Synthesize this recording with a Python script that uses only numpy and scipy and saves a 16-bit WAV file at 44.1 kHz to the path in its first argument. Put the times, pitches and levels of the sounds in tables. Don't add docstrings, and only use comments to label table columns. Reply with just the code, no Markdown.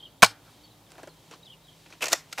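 import sys
import numpy as np
from scipy import signal
from scipy.fft import rfft, irfft
from scipy.io import wavfile

SR = 44100
rng = np.random.default_rng(int(sys.argv[2]) if len(sys.argv) > 2 else 0)


def linear_from_db(decibels):
    return 10 ** (np.asarray(decibels, float) / 20)


def transcribe(signal):
    frames = np.atleast_2d(signal).T
    limited = np.clip(frames, -1, 1)
    pcm = np.round(limited * 32767).astype(np.int16)
    wavfile.write(sys.argv[1], SR, pcm)


N = 105840

# pitch in Hz, level in dB per Hz.
SLIDE_RATTLE = [(710, -15.5), (1200, -4.5), (2990, -6), (5820, -6.5), (7540, -8), (8950, -13.5),
                (14500, -18), (15600, -29)]
# pitch in Hz, width in Hz, level in dB.
HELD_SHELL = [(312, 25, -2), (457, 67, -3.5), (615, 72, 3), (685, 140, -1), (990, 27, -2), (1400, 180, -13)]


def rms_one(x):
    return x / np.sqrt(np.mean(x ** 2) + 1e-20)


def shaped(x, points):
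    hz = np.maximum(np.fft.rfftfreq(N, 1 / SR), 1)
    f, db = np.transpose(points)
    octaves_outside = np.log2(np.maximum(np.maximum(f[0] / hz, hz / f[-1]), 1))
    gain_db = np.interp(np.log(hz), np.log(f), db) - 18 * octaves_outside
    return irfft(rfft(x) * linear_from_db(gain_db), N)


def resonance(x, hz, width):
    r = np.exp(-np.pi * width / SR)
    feedback = [1, -2 * r * np.cos(2 * np.pi * hz / SR), r * r]
    return signal.lfilter(np.array([1, 0, -1]) * (1 - r * r) / 2, feedback, x)


def drift(rate):
    knots = rng.standard_normal(N // 64)
    return np.interp(np.arange(N) / SR * rate, np.arange(len(knots)), knots)


def curve(rows):
    s, db = np.transpose(rows)
    return linear_from_db(np.interp(np.arange(N) / SR, s, db, -120, -120))


def grains():
    grains_per_s, spread_db = 16000, 1.7
    size = linear_from_db(spread_db * np.minimum(rng.exponential(1, N), 3)) * rng.choice([-1, 1], N)
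    return rms_one(size * (rng.random(N) < grains_per_s / SR))


def shell(x, body):
    out = 0
    for k, (hz, width, db) in enumerate(body):
        out = out + resonance(x, hz, 2.8 * width) * linear_from_db(db) * (-1) ** k
    return out


def contacts(rows, body, edge, attack_s, strike_db, rub=0):
    t = np.arange(N) / SR
    touch = grains()
    rattle = rms_one(shaped(grains(), edge))
    low, high = rub * touch, rub * rattle
    body_grain_db, edge_q = -6, 3.5
    for s, db, share_db, hz, t60 in rows:
        u = np.maximum(t - s, 0)
        shape = np.minimum(u / attack_s, 1) * linear_from_db(db - 60 * np.maximum(u - attack_s, 0) / t60)
        blow = (np.arange(N) == int((s + attack_s / 2) * SR)) * linear_from_db(db + strike_db)
        low = low + (shape * touch * linear_from_db(body_grain_db) + blow) * linear_from_db(share_db / 2)
        burst = shape * rattle * linear_from_db(-share_db / 2)
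        high = high + 0.54 * burst + resonance(burst, hz, hz / edge_q)
    return shell(low, body) / np.std(shell(touch, body)) + high


def shot():
    # start in seconds, level in dB, low-body share in dB, edge pitch in Hz,
    # time to fall 60 dB in seconds.
    shot_contacts = [
        (.2218, -14, -5.5, 2240, 0.05),
        (.2270, -12, -1.5, 4460, 0.02),
        (.2281, -5, 17, 4700, 0.024),
        (.2325, -5, 0.5, 2700, 0.023),
        (.2370, -22, 4, 6500, 0.01),
        (.2400, -23, 6.5, 1400, 0.0078),
        (.2432, -16.5, -7.5, 2330, 0.019),
        (.2450, -21, -7.5, 4400, 0.048),
        (.2480, -29.5, 4, 1500, 0.028),
        (.2610, -30, -5, 4300, 0.027),
    ]
    # pitch in Hz, width in Hz, level in dB.
    shot_body = [(305, 91, -11.5), (431.7, 50, -3), (680, 45, 2.5), (860, 44, 1), (1057, 44, 2),
                 (1380, 54, 2.5), (1560, 50, 3), (1750, 25, -2), (2247, 89, -6.5), (2463, 34, -4.5),
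                 (3126, 56, -10)]
    # pitch in Hz, level in dB per Hz.
    shot_edge = [(900, -18), (1600, -5.5), (2500, 0.5), (3200, -4), (4500, -0.5), (6350, -1.5),
                 (9000, -5.5), (15600, -18.5)]
    return contacts(shot_contacts, shot_body, shot_edge, 0.0008, 15.5)


def thump():
    # start in seconds, pitch in Hz, level in dB, time to fall 60 dB in seconds.
    pushes = [(.227, 194.2, -14.5, 0.052), (.232, 108, -33.5, 0.2), (0.229, 32, -34, .08),
              (0.2284, 954, -2.5, 0.023), (.2330, 461, -11.5, 0.037), (0.308, 338, -51, 0.037),
              (1.032, 648, -36, 0.046), (1.073, 580, -37.5, 0.043), (1.337, 1050, -37, 0.019),
              (2.027, 2650, -15.5, .012), (2.1353, 1950, -21.5, 0.033), (2.331, 1400, -36.5, .03),
              (2.131, 680, -22.5, 0.045), (2.142, 673, -27, 0.031), (2.3835, 845, -28.5, 0.034),
              (2.3935, 750, -20, 0.025)]
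    rise_cycles = 0.33
    out = 0
    for s, hz, db, t60 in pushes:
        u = np.maximum(np.arange(N) / SR - s, 0)
        rise = 1 - np.exp(-u * hz / rise_cycles)
        out = out + linear_from_db(db - 60 * u / t60) * rise * np.sin(2 * np.pi * hz * u)
    return out


def rail(rub):
    hz, width_hz, level_db, fades_at_s = 2450, 1000, 2.5, 2.1
    ring = rms_one(resonance(resonance(grains(), hz, width_hz), hz, width_hz))
    fade = 1 / (1 + np.exp(np.clip((np.arange(N) / SR - fades_at_s) / 0.0041, -20, 20)))
    return linear_from_db(level_db) * rub * ring * fade


def slide():
    # start in seconds, level in dB, low-body share in dB, edge pitch in Hz,
    # time to fall 60 dB in seconds.
    slide_contacts = [(2.0265, -35.5, -10, 2520, 0.022), (2.0220, -36, -15.5, 9250, 0.024),
                      (2.0310, -44.5, -15, 7500, 0.019), (2.0405, -29, -12, 6500, 0.02),
                      (2.0560, -33.5, -13, 5560, 0.025), (2.0680, -32, 2, 5530, 0.028),
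                      (2.0825, -30, -11, 6850, 0.028), (2.0990, -46, -13, 6000, 0.07),
                      (2.1100, -40, 3, 6300, 0.042), (2.1190, -29, -4.5, 3930, 0.06),
                      (2.1250, -26.5, -6, 8900, 0.024), (2.1296, -16.5, -14, 5720, 0.02),
                      (2.1345, -30.5, 5.5, 2650, 0.077), (2.1500, -46.5, -6, 2000, 0.36),
                      (2.3160, -53, -5, 5400, 0.049), (2.3260, -39, -11, 4300, 0.024),
                      (2.3280, -35.5, -13.5, 2450, 0.025), (2.3770, -36.5, -5.5, 2044, 0.032),
                      (2.3815, -32.5, -2.5, 2130, 0.094), (2.3860, -44, -7.5, 6920, 0.026),
                      (2.3925, -34, 8.5, 6540, 0.071)]
    # pitch in Hz, width in Hz, level in dB.
    slide_body = [(325.9, 35, -4.5), (482, 64, -1), (672, 70, 1.5), (810, 41, 0), (1020, 53, -1.5),
                  (1425, 33, -1), (1890, 45, -3.5)]
    # time in seconds, level in dB.
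    friction = [(2.0072, -52), (2.0085, -43.5), (2.030, -34.5), (2.070, -44), (2.080, -52), (2.097, -50.5),
                (2.125, -44), (2.140, -56)]
    rub = curve(friction) * linear_from_db(1.5 * drift(160))
    return contacts(slide_contacts, slide_body, SLIDE_RATTLE, 0.0007, 15.5, rub) + rail(rub)


def handling():
    # start in seconds, level in dB, low-body share in dB, edge pitch in Hz, time to fall 60 dB in
    # seconds. The first row is a low echo of the shot.
    knocks = [(.308, -45, 14, 1209, 0.038), (.951, -59.5, 24.5, 2510, 0.057),
              (.979, -50.5, 21, 1527, 0.066), (0.991, -57, 20, 1490, 0.084), (1.032, -43, 12.5, 1800, 0.05),
              (1.074, -46.5, 17.5, 2000, 0.047), (1.311, -42, 7.5, 2320, 0.035),
              (1.324, -53, -1, 3174, 0.042), (1.336, -50.5, -3, 4720, 0.038),
              (1.86, -49.5, 2.5, 2514, 0.074), (1.902, -50, 4, 5450, 0.11), (1.924, -47, -1.5, 2420, 0.06),
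              (1.934, -47, 5.5, 2640, 0.033), (1.95, -57.5, 3, 2520, 0.037)]
    # pitch in Hz, level in dB per Hz.
    grip_edge = [(710, -24), (1200, -4), (3000, -6), (5800, -9.5), (7500, -14), (9000, -20.5), (15600, -34)]
    # time in seconds, level in dB.
    fingers = [(.89, -66), (.96, -61.5), (1.09, -65.5), (1.12, -77.5), (1.3, -82), (1.32, -58.5),
               (1.36, -61.5), (1.39, -85.5)]
    rub = curve(fingers) * linear_from_db(drift(60))
    return contacts(knocks, HELD_SHELL, grip_edge, 0.0018, 4.9, rub)


def loose_parts():
    # start in seconds, level in dB, low-body share in dB, edge pitch in Hz,
    # time to fall 60 dB in seconds.
    ticks = [(.9043, -54, -3, 5460, .012), (.912, -56.5, -8, 9040, 0.011),
             (.9187, -44.5, -7.5, 7000, 0.011), (.9801, -56.5, -10, 6300, 0.013),
             (1.031, -49, -9.5, 8500, 0.013), (1.0734, -50, -4.5, 6620, 0.014),
             (1.091, -54.5, -4, 9000, .012), (1.311, -51.5, -13.5, 7050, 0.019)]
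    return contacts(ticks, HELD_SHELL, SLIDE_RATTLE, 0.00059, 6.3)


def field(x):
    # delay in seconds, smear in seconds, level in dB, lowest Hz, highest Hz.
    echoes = [
        (0.0049, 0.024, -20.5, 760, 15300),
        (.052, 0.02, -30, 2800, 13500),
        (0.07, .06, -48, 1200, 9000),
        (0.251, 0.016, -59, 660, 2000),
        (.07, .05, -46, 250, 2700),
    ]
    t, response = np.arange(SR // 2) / SR, 0
    for lag, smear, db, low_hz, high_hz in echoes:
        band = signal.butter(2, [low_hz, high_hz], "band", fs=SR, output="sos")
        noise = signal.sosfilt(band, rng.standard_normal(len(t)))
        cloud = noise * np.exp(-0.5 * ((t - lag) / smear) ** 2)
        response = response + linear_from_db(db) * cloud / np.sqrt(np.sum(cloud ** 2))
    scatter_hz = 500
    return signal.fftconvolve(x * rms_one(drift(scatter_hz)), response)[:N]


def birds():
    # start in seconds, level in dB.
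    chirps = [(-.044, -50), (1.425, -51)]
    # time in seconds, pitch in Hz, level in dB.
    note_up = [(.003, 3650, -8), (.012, 3800, -3), (.018, 4200, -6), (.025, 4800, -9), (.036, 5150, -10)]
    note_fall = [(.029, 4000, -8), (.033, 3720, -1), (.043, 3650, 0), (.048, 3300, -2), (.058, 3050, -6)]
    note_down = [(.070, 3050, -8), (.075, 3250, -2), (.089, 3220, 0), (.094, 3600, -5), (.098, 3050, -3),
                 (.109, 3020, 0), (.116, 2650, -13)]
    # middle in seconds, pitch in Hz, level in dB.
    peeps = [(0.647, 4500, -58.5), (0.66, 3270, -63.5), (.87, 3387, -60), (1.105, 4280, -59),
             (1.655, 3850, -62), (1.69, 3166, -54), (1.73, 3200, -61), (.6, 3700, -63), (.715, 3900, -62.5)]
    trill_hz, trill_depth_hz, sag_hz_per_s = 350, 130, 12000
    t, out = np.arange(N) / SR, np.zeros(N)
    for s, db in chirps:
        for note in (note_up, note_fall, note_down):
            u, hz, level = np.transpose(note)
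            pitch = np.interp(t - s, u, hz) + trill_depth_hz * drift(trill_hz)
            husky_db = np.interp(t - s, u, level, -80, -80) + 4.7 * drift(160)
            out += linear_from_db(db + husky_db) * np.sin(2 * np.pi * np.cumsum(pitch) / SR)
    for s, hz, db in peeps:
        pitch = hz - sag_hz_per_s * np.clip(t - s, -0.1, 0.1) + trill_depth_hz * drift(trill_hz)
        swell = np.exp(-((t - s) / 0.013) ** 2)
        out += linear_from_db(db) * swell * np.sin(2 * np.pi * np.cumsum(pitch) / SR)
    leaves = rng.standard_normal(SR // 5) * linear_from_db(-60 * np.arange(SR // 5) / SR / 0.094)
    return out + signal.fftconvolve(out, leaves / np.sqrt(np.sum(leaves ** 2)))[:N]


def flock():
    # pitch in Hz, width in Hz, level in dB.
    registers = [(3200, 350, 1), (3750, 400, -1), (4500, 600, -6)]
    # time in seconds, level in dB.
    chatter = [(0, -51.5), (.2, -60.5), (.4, -63.5), (.65, -55.5), (.8, -63), (1.2, -59), (1.4, -62),
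               (1.7, -59.5), (2.4, -62.5)]
    out = 0
    for hz, width, db in registers:
        band = rms_one(resonance(resonance(rng.standard_normal(N), hz, width), hz, width))
        out = out + band * linear_from_db(db - 13.5 + 1.4 * drift(35) + 0.97 * drift(1.1))
    return out * curve(chatter)


def needles():
    # time in seconds, level in dB.
    breeze = [(0, -69.5), (.35, -69), (.5, -61), (.7, -66), (1.12, -65.5), (1.25, -62), (1.6, -66.5),
              (1.8, -61), (1.98, -62), (2.25, -66), (2.4, -54)]
    # pitch in Hz, level in dB per Hz.
    rustle = [(1800, -3), (4000, 0), (6000, -4), (9000, -8), (13000, -15.5)]
    return curve(breeze) * rms_one(shaped(rng.standard_normal(N), rustle))


def engine():
    # pitch in Hz, width in Hz, level in dB, share of load.
    tones = [(53, 4.7, -70.5, 0), (108, 9.3, -67, -1), (161, 8, -64.5, 0.83), (290, 51, -68.5, -1.2)]
    # time in seconds, load in dB.
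    load = [(0, 0.5), (.5, -3), (1.0, -3), (1.2, 1.5), (1.5, 4), (1.9, 2.5), (2.4, 2)]
    out = 0
    for hz, width, db, share in tones:
        tone = np.sin(2 * np.pi * np.cumsum(hz + 0.37 * width * drift(9.8)) / SR)
        out = out + linear_from_db(db + 0.5 + 2.9 * drift(25)) * curve(load) ** share * tone
    return out


def air():
    # pitch in Hz, level in dB per Hz.
    air_colour = [(40, -21.5), (130, -3), (230, -9.5), (400, -10.5), (900, -12), (1600, -23.5), (5000, -31),
                  (15600, -29)]
    # pitch in Hz, level in dB per Hz.
    side_colour = [(40, -5), (110, 1.5), (600, -4.5), (9000, -7.5), (15600, -5)]
    mid = linear_from_db(-59 + 0.8 * drift(1)) * rms_one(shaped(rng.standard_normal(N), air_colour))
    side = linear_from_db(-66.5) * rms_one(shaped(rng.standard_normal(N), side_colour))
    return mid + side * [[1], [-1]]


def scene():
    blaster = shot() + thump() + slide() + handling() + loose_parts()
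    leak = linear_from_db(-35.5) * np.diff(np.roll(blaster, 5), prepend=0) * [[1], [-1]]
    return blaster + leak + field(blaster) + birds() + flock() + needles() + engine() + air()


def low_pass(x):
    return signal.sosfilt(signal.butter(12, 15800, fs=SR, output="sos"), x)


def record(dry):
    bass_cut = signal.butter(2, 35, "high", fs=SR, output="sos")
    x = np.clip(signal.sosfilt(bass_cut, dry), -1, 1)
    top_cut = signal.cheby2(8, 40, 16800, fs=SR, output="sos")
    return low_pass(signal.sosfiltfilt(top_cut, x))


dry = scene()
out = record(dry)
transcribe(out)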